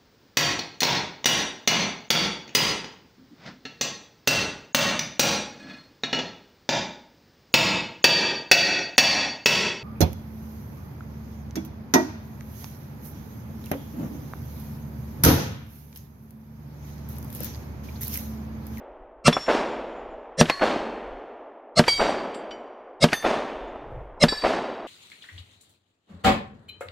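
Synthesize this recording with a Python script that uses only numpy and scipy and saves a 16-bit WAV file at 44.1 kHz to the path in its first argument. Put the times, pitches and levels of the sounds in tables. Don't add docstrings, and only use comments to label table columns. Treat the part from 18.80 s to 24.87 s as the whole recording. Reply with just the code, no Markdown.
import sys
import numpy as np
from scipy import signal
from scipy.fft import rfft, irfft, next_fast_len
from scipy.io import wavfile
from scipy.ndimage import map_coordinates

SR = 44100
rng = np.random.default_rng(int(sys.argv[2]) if len(sys.argv) > 2 else 0)


def how_loud(loudness_db):
    steps = np.asarray(loudness_db, float) / 20
    return 10 ** steps


def inscribe(sig):
    pcm = np.round(np.clip(np.atleast_2d(sig).T, -1, 1) * 32767)
    wavfile.write(sys.argv[1], SR, pcm.astype(np.int16))


N = 267687

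# [t/s, level/dB]
WIND_LEVEL = [(0.0, -65), (0.12, -60.5), (0.57, -61), (1.35, -56), (1.79, -61.5), (2.35, -56), (2.69, -85),
              (2.92, -77), (3.13, -47), (3.28, -49), (3.53, -67), (4.14, -81), (4.38, -57), (4.97, -53),
              (5.12, -44.5), (6.07, -71.5)]
# [f/Hz, level/dB per Hz]
WIND_RUMBLE = [(15, -4.5), (45, 6), (90, -14.5), (140, -24.5), (220, -74.5)]
# [f/Hz, level/dB per Hz]
GUST_COLOUR = [(40, -21), (110, 5), (170, -4.5), (260, -28.5), (400, -66.5)]
# [delay/s, level/dB, rise/s, fall/s]
PRESSURE_PUSHES = [
    (.005, -40, 0.015, 0.12),
    (0.211, -37.5, 0.021, 0.072),
]

# [f/Hz, level/dB per Hz]
FIELD_COLOUR = [(47, -14.5), (80, 7), (287, 5.5), (532, -1), (1130, -6), (4040, -19.5), (4410, -17.5),
                (12200, -37), (15500, -59.5)]
# [f/Hz, t60/s]
FIELD_DECAY = [(80, 0.3), (300, 0.38), (2000, 1.2), (6000, 1.46), (12000, 1)]
# [f/Hz, level/dB per Hz]
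SLOPE_COLOUR = [(35, -84), (60, -15.5), (120, -27.5), (231, -5), (298, -6), (394, -4), (509, -4.5),
                (585, -1.5), (1290, -14), (4420, -25), (12600, -43.5), (14500, -59), (15500, -105)]
# [f/Hz, t60/s]
SLOPE_DECAY = [(100, 0.55), (170, 1.335), (300, 0.7), (1000, 0.92), (3000, 0.69), (8000, 0.51),
               (14000, 0.18)]
# [f/Hz, rise/s]
TRUNK_RISE = [(200, .025), (500, .002), (1500, .003), (3000, .009), (5000, .03), (9000, .055)]
# [f/Hz, share 0-1]
TRUNK_CLUMPING = [(300, 1), (1500, 1), (4000, .3), (9000, .1)]
# [f/Hz, level/dB per Hz]
FAR_WOODS_COLOUR = [(59, -49), (100, -36), (166, -36.5), (233, -7.5), (381, -4), (555, -4.5), (609, -3.5),
                    (1530, -17.5), (3320, -21.5), (9000, -55), (11700, -84.5), (19800, -120)]
# [f/Hz, t60/s]
FAR_WOODS_DECAY = [(150, 2.1), (600, 4.19), (2000, 2.42), (6000, 0.85)]
# [delay/s, level/dB, f/Hz]
SINGLE_RETURNS = [
    (.045, -32, 2200),
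    (.0865, -18, 800),
    (.184, -35, 1500),
    (.201, -23, 700),
]

# [t/s, peak level/dB, f/Hz]
STRAY_THUMPS = [(.569, -23.5, 1350), (3.284, -24, 714), (3.546, -44, 3200), (3.711, -40, 2270),
                (4.959, -32.5, 696), (5.375, -41, 694)]
# [t/s, ring level/dB, splat level/dB, free swing until the stop/s, ring returned by the woods/dB]
PLATE_HITS = [
    (.527, -4.5, -22, 0.27, -24),
    (1.697, -3, -11, .24, -12),
    (3.079, -2, -12.5, 0.27, -21),
    (4.33, -3, -11, .15, -18.5),
    (5.483, 0.5, -25.5, .2, -15),
    (3.543, -2, -42, 0.055, -35),
    (3.708, -1, -42, 0.044, -27.5),
    (4.874, -1.5, -60, .04, -36),
]
# [f/Hz, level/dB per Hz]
SPLAT_COLOUR = [(88, -25), (150, -2.5), (1250, -8.5), (1870, -1.5), (3820, -14.5), (4540, -13),
                (5720, -21.5), (13100, -42.5), (15000, -44)]
# [f/Hz, level/dB, t60/s]
SMALL_PLATE = [(1196, -36, .8), (3440, -19, .16), (5460, -30, .9), (7129, -48, 1.8), (9950, -50, .13),
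               (10592, -60, .5), (12098, -67, .8), (13407, -73, .7)]
ROUND_PLATE = [(1114, -31, 0.8), (1744, -27, 0.1), (1916, -35, 0.4), (4332, -29, 0.8), (9438, -55, 0.28),
               (11263, -60, 0.43), (12738, -63, 0.33), (13705, -64, 0.24)]
LARGE_PLATE = [(2258, -21, 0.45), (3210, -23, 0.35), (3011, -40, 0.8), (3815, -35, 0.8), (4020, -31, 0.16),
               (4634, -16, 0.52), (4797, -37, 0.8), (5697, -36, 0.8), (6772, -37, 0.2), (7511, -34, 0.57),
               (8428, -40, 0.76), (9105, -45, 0.44), (11037, -45, 0.45), (12964, -55, 0.54)]
SQUARE_PLATE = [(1801, -19, 0.11), (3570, -38, 1.5), (4546, -40, 0.8), (6196, -36, 0.52), (6518, -42, 0.8),
                (8580, -49, 0.8), (9654, -39, 0.29), (9839, -44, 0.42), (10777, -62, 0.8),
                (11721, -50, 0.12), (12952, -45, 0.41), (13840, -59, 0.32), (14058, -50, 0.41)]
TALL_PLATE = [(1731, -27, 0.22), (2396, -41, 0.4), (3440, -36, 0.2), (3888, -26, 0.18), (4605, -27, 0.55),
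              (4625, -31, .6), (5338, -34, .5), (7483, -48, 0.5), (7620, -52, 0.8), (8302, -50, 0.9),
              (8858, -55, 0.58), (11096, -58, 0.37), (11711, -65, 0.8), (12723, -63, 0.8)]
KNOCK_1 = [(3230, -58, 0.8), (4818, -53, 0.2), (7539, -48, 0.2), (7752, -48, 0.1), (8130, -57, 0.15),
           (8461, -63, 0.26), (8897, -48, 0.13), (10043, -73, 0.2), (11069, -80, 0.25), (11166, -82, 0.3),
           (13286, -80, 0.17)]
KNOCK_2 = [(2220, -44, 0.25), (3021, -35, 0.15), (4665, -46, 0.2), (4818, -55, 0.16), (5718, -48, 0.15),
           (6786, -59, 0.14), (7542, -64, 0.34), (8125, -74, 0.22)]
KNOCK_3 = [(3579, -63, 0.8), (6804, -65, 0.13), (10402, -96, 0.16)]
PLATES = [SMALL_PLATE, ROUND_PLATE, LARGE_PLATE, SQUARE_PLATE, TALL_PLATE, KNOCK_1, KNOCK_2, KNOCK_3]

# [t/s, blast level/dB, smear level/dB]
PISTOL_SHOTS = [
    (0.48, 1.5, -12.5),
    (1.611, 1.5, -13.5),
    (2.994, 1, -12.5),
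    (4.241, 0.5, -13),
    (5.437, 0.5, -13.5),
]
# [f/Hz, level/dB]
SMEAR_BANDS = [(150, 0), (560, -5.5), (1250, -15.5), (2080, -10.5), (2780, -14.5), (3350, -17), (4100, -11),
               (4650, -13.5), (5200, -8), (5750, -17.5), (6600, -21.5), (7700, -14.5), (8300, -20.5),
               (9000, -14.5)]
# [f/Hz, f/Hz, f/Hz, f/Hz]
OWN_BANDS = [(1313, 1130, 2700, 2360), (570, 480, 1800, 5790), (649, 1250, 4115, 4400),
             (597, 2184, 3760, 4970), (576, 5177, 4020, 2116)]
# [f/Hz, level/dB per Hz]
SMEAR_HAZE = [(59, -35.5), (100, 0.5), (590, -2.5), (862, -5.5), (1260, 2), (1590, -4), (4980, 2),
              (9180, -8.5), (15600, -40)]
# [f/Hz, level/dB per Hz]
GAS_HISS = [(470, -34.5), (800, -14), (1640, -9), (1980, -17.5), (2800, -14.5), (5140, -22.5),
            (10300, -37.5), (15500, -45.5)]
# [f/Hz, level/dB, t60/s, rise/s]
CASE_RINGS = [(598, -8, .055, .0008), (235, -8, .08, .005), (366, -17, .09, .004)]

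# [f/Hz, level/dB]
MIC_TONE = [(100, -1.5), (12000, 2.5), (14000, 5), (15000, -11.5), (16000, -18)]
# [f/Hz, level/dB]
CHANNEL_DIFFERENCE = [(60, -40), (110, -46), (200, -60.5), (380, -50.5), (700, -46.5), (1290, -47),
                      (2380, -46), (4400, -36), (8120, -26.5), (15000, 5.5)]


def along(points, hz):
    f, value = np.transpose(points)
    return np.interp(np.log(hz + 1), np.log(f + 1), value)


def noise(size, gain):
    m = next_fast_len(size + 2048)
    spectrum = rfft(rng.standard_normal(m)) * gain(np.fft.rfftfreq(m, 1 / SR))
    x = irfft(spectrum, m)[:size]
    return x / np.sqrt(np.mean(x ** 2) + 1e-30)


def coloured(size, colour):
    return noise(size, lambda f: how_loud(along(colour, f)))


def add(track, s, x):
    i = round(s * SR)
    x = x[max(-i, 0):N - i]
    track[max(i, 0):][:len(x)] += x


def dying(x, t60, shape=lambda hz, t: 1):
    hz, t, z = signal.stft(x, SR, nperseg=256, noverlap=192)
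    decay = how_loud(-60 * t / along(t60, hz)[:, None])
    return signal.istft(z * shape(hz, t) * decay, SR, nperseg=256, noverlap=192)[1][:len(x)]


def lumps(size, rate, depth_db):
    knots = rng.standard_normal(int(size * rate / SR) + 4)
    return how_loud(depth_db * map_coordinates(knots, [np.arange(size) * rate / SR]))


def wind():
    t = np.arange(N) / SR
    knot_s, knot_db = np.transpose(WIND_LEVEL)
    level_db = np.interp(t, knot_s, knot_db)
    gust_db = 3.0 * (np.minimum(level_db, -37) + 47.5) - 49.5
    gust = how_loud(gust_db) * coloured(N, GUST_COLOUR)
    level = how_loud(level_db + 4.0) * lumps(N, 9, depth_db=4.5)
    for shot in PISTOL_SHOTS:
        for delay, push_db, rise, fall in PRESSURE_PUSHES:
            late = t - shot[0] - delay
            level = level + how_loud(push_db - 30 * np.maximum(late / fall, -late / rise))
    return level * coloured(N, WIND_RUMBLE) + gust


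def echo(trees):
    size = len(trees)

    def rise(hz, t):
        brush = how_loud(-16) * along(TRUNK_CLUMPING, hz)[:, None] * np.minimum(t / .004, 1)
        trunk_t = np.maximum(t - .012, 0)
        return brush + 1 - np.exp(-trunk_t / along(TRUNK_RISE, hz)[:, None])

    def clumps(hz, t):
        trunks = np.interp(t * SR, np.arange(size), trees)
        return rise(hz, t) * trunks ** along(TRUNK_CLUMPING, hz)[:, None]

    near = how_loud(-30) * dying(coloured(size, FIELD_COLOUR), FIELD_DECAY)
    slope = how_loud(-19.5) * dying(coloured(size, SLOPE_COLOUR), SLOPE_DECAY, clumps)
    far = how_loud(-32) * dying(coloured(size, FAR_WOODS_COLOUR), FAR_WOODS_DECAY, rise)
    slope_delay = round(.187 * SR)
    return near + np.pad(slope + far, (slope_delay, 0))[:size]


def thump(hz):
    t = np.arange(SR // 30) / SR
    shape = how_loud(1 - 60 * t / 0.047) * np.minimum(t / 0.00057, 1)
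    return shape * noise(len(t), lambda f: 1 / (1 + ((f - hz) / (0.71 * hz)) ** 4))


def stray_thumps():
    out = np.zeros(N)
    for s, db, hz in STRAY_THUMPS:
        add(out, s, how_loud(db) * thump(hz))
    return out


def clang(modes):
    if modes is not LARGE_PLATE:
        return []
    low_hz, high_hz = 2600, 13500
    place, size, life = rng.random((3, 24))
    hz = low_hz + (high_hz - low_hz) * place
    top_db = max(db for _, db, _ in modes)
    db = top_db - 18 + 4 * (2 * size - 1) - 8 * np.log2(hz / low_hz)
    return list(zip(hz, db, .35 * (.5 + life)))


def ring(modes, free, woods_db):
    t = np.arange(SR) / SR
    stop = how_loud(-6 * np.clip((t - free) / .05, 0, 1))
    top_db = max(db for _, db, _ in modes)
    tone = np.zeros(len(t))
    for hz, db, t60 in modes + clang(modes):
        weak = np.clip((top_db - db + 2) / 26, 0, 1)
        twin, split_hz = .5 * weak * rng.uniform(.5, 1), rng.uniform(7, 24)
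        beat = (1 + twin * np.exp(2j * np.pi * split_hz * t)) / np.hypot(1, twin)
        sway = np.minimum(lumps(len(t), 40, 1 + 6 * weak), 1.5)
        knots = rng.standard_normal((2, 130))
        knot_s = np.linspace(0, t[-1], 130)
        blur = np.interp(t, knot_s, knots[0]) + 1j * np.interp(t, knot_s, knots[1])
        direct = how_loud(-60 * t / t60) * beat * sway * stop
        returned = how_loud(woods_db - 60 * t * (.55 + hz / 16000)) * blur
        tone += how_loud(db) * np.imag((direct + returned) * np.exp(2j * np.pi * hz * t))
    return tone * (1 - np.exp(-t / .003)) * np.minimum((1 - t) / .2, 1)


def steel():
    out = np.zeros(N)
    t = np.arange(-.012 * SR, SR / 2) / SR
    faint_start = how_loud(-20.0 + 250 * t)
    burst_and_spray = how_loud(-60 * t / 0.019) + how_loud(-12 - 60 * t / 0.1)
    shape = np.where(t < 0, faint_start, burst_and_spray * np.clip(t / 0.0015, .08, 1))
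    for (s, ring_db, splat_db, free, woods_db), modes in zip(PLATE_HITS, PLATES):
        add(out, s, how_loud(ring_db) * ring(modes, free, woods_db))
        add(out, s + t[0], how_loud(splat_db) * shape * coloured(len(t), SPLAT_COLOUR))
    return out


def smear(own_hz):
    size = SR // 21
    t = np.arange(size) / size
    half_width_hz, scatter_db, drift = 72, 1.5, 0.014
    bands = list(zip(own_hz, (1.5, -4.5, -3.5, -4.5)))
    for hz, db in SMEAR_BANDS:
        a, b = rng.standard_normal(2)
        bands.append((hz * (1 + drift * a), db + scatter_db * b))

    def gain(f):
        peaks = sum(how_loud(db) / (1 + ((f - c) / half_width_hz) ** 4) for c, db in bands)
        return peaks + how_loud(along(SMEAR_HAZE, f) - 20)

    return noise(size, gain) * np.sin(np.pi / 2 * t) ** 3.53 * np.minimum((1 - t) / .07, 1)


def blast():
    t = np.arange(SR // 8) / SR
    first_s, flutter_s = .0015, .0043
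    trip = np.arange(9)[:, None]
    u = (t - first_s - flutter_s * trip) / (0.00032 + .00006 * trip)
    pulses = np.sum(how_loud(-7 - 3 * trip) * (1 - u ** 2) * np.exp(-.5 * u ** 2), axis=0)
    case = np.zeros(len(t))
    for hz, db, t60, rise in CASE_RINGS:
        case += how_loud(db - 60 * t / t60) * np.cos(2 * np.pi * hz * (t - first_s)) * np.minimum(t / rise, 1)
    boom = how_loud(-7 - 60 * t / 0.086) * np.sin(2 * np.pi * 162 * (t - .0046)) * np.minimum(t / 0.0024, 1)
    hiss_level = how_loud(-23 - 60 * t / .01) + how_loud(-16.0 - 60 * t / 0.066)
    return pulses + case + boom + hiss_level * coloured(len(t), GAS_HISS)


def pistol():
    out = np.zeros(N)
    trees = lumps(3 * SR, 47, depth_db=-0.5) * lumps(3 * SR, 300, depth_db=3)
    add(out, -0.97, echo(trees))
    for (s, db, smear_db), own_hz in zip(PISTOL_SHOTS, OWN_BANDS):
        ahead = smear(own_hz)
        add(out, s + 0.0014 - len(ahead) / SR, how_loud(smear_db) * ahead)
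        add(out, s, how_loud(db) * blast())
        add(out, s, how_loud(db) * echo(trees))
        for delay, back_db, hz in SINGLE_RETURNS:
            add(out, s + delay, how_loud(db + back_db) * thump(hz))
    return out


def scene():
    mono = wind() + stray_thumps() + steel() + pistol()
    return np.array([mono, mono])


def low_pass(x):
    return signal.sosfilt(signal.butter(12, 15720, fs=SR, output="sos"), x)


def record(dry):
    hz = np.fft.rfftfreq(N, 1 / SR)
    mono = irfft(rfft(dry[0]) * how_loud(along(MIC_TONE, hz)), N)
    mono = mono / (1 + np.abs(mono / 1.02) ** 6) ** (1 / 6)
    z = signal.stft(mono, nperseg=512)[2]
    random_phase = np.exp(2j * np.pi * rng.random(z.shape))
    scrambled = signal.istft(z * random_phase, nperseg=512)[1][:N]
    side = irfft(rfft(scrambled) * how_loud(along(CHANNEL_DIFFERENCE, hz)), N)
    return low_pass(np.array([mono + side, mono - side]))


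dry = scene()
out = record(dry)
inscribe(out)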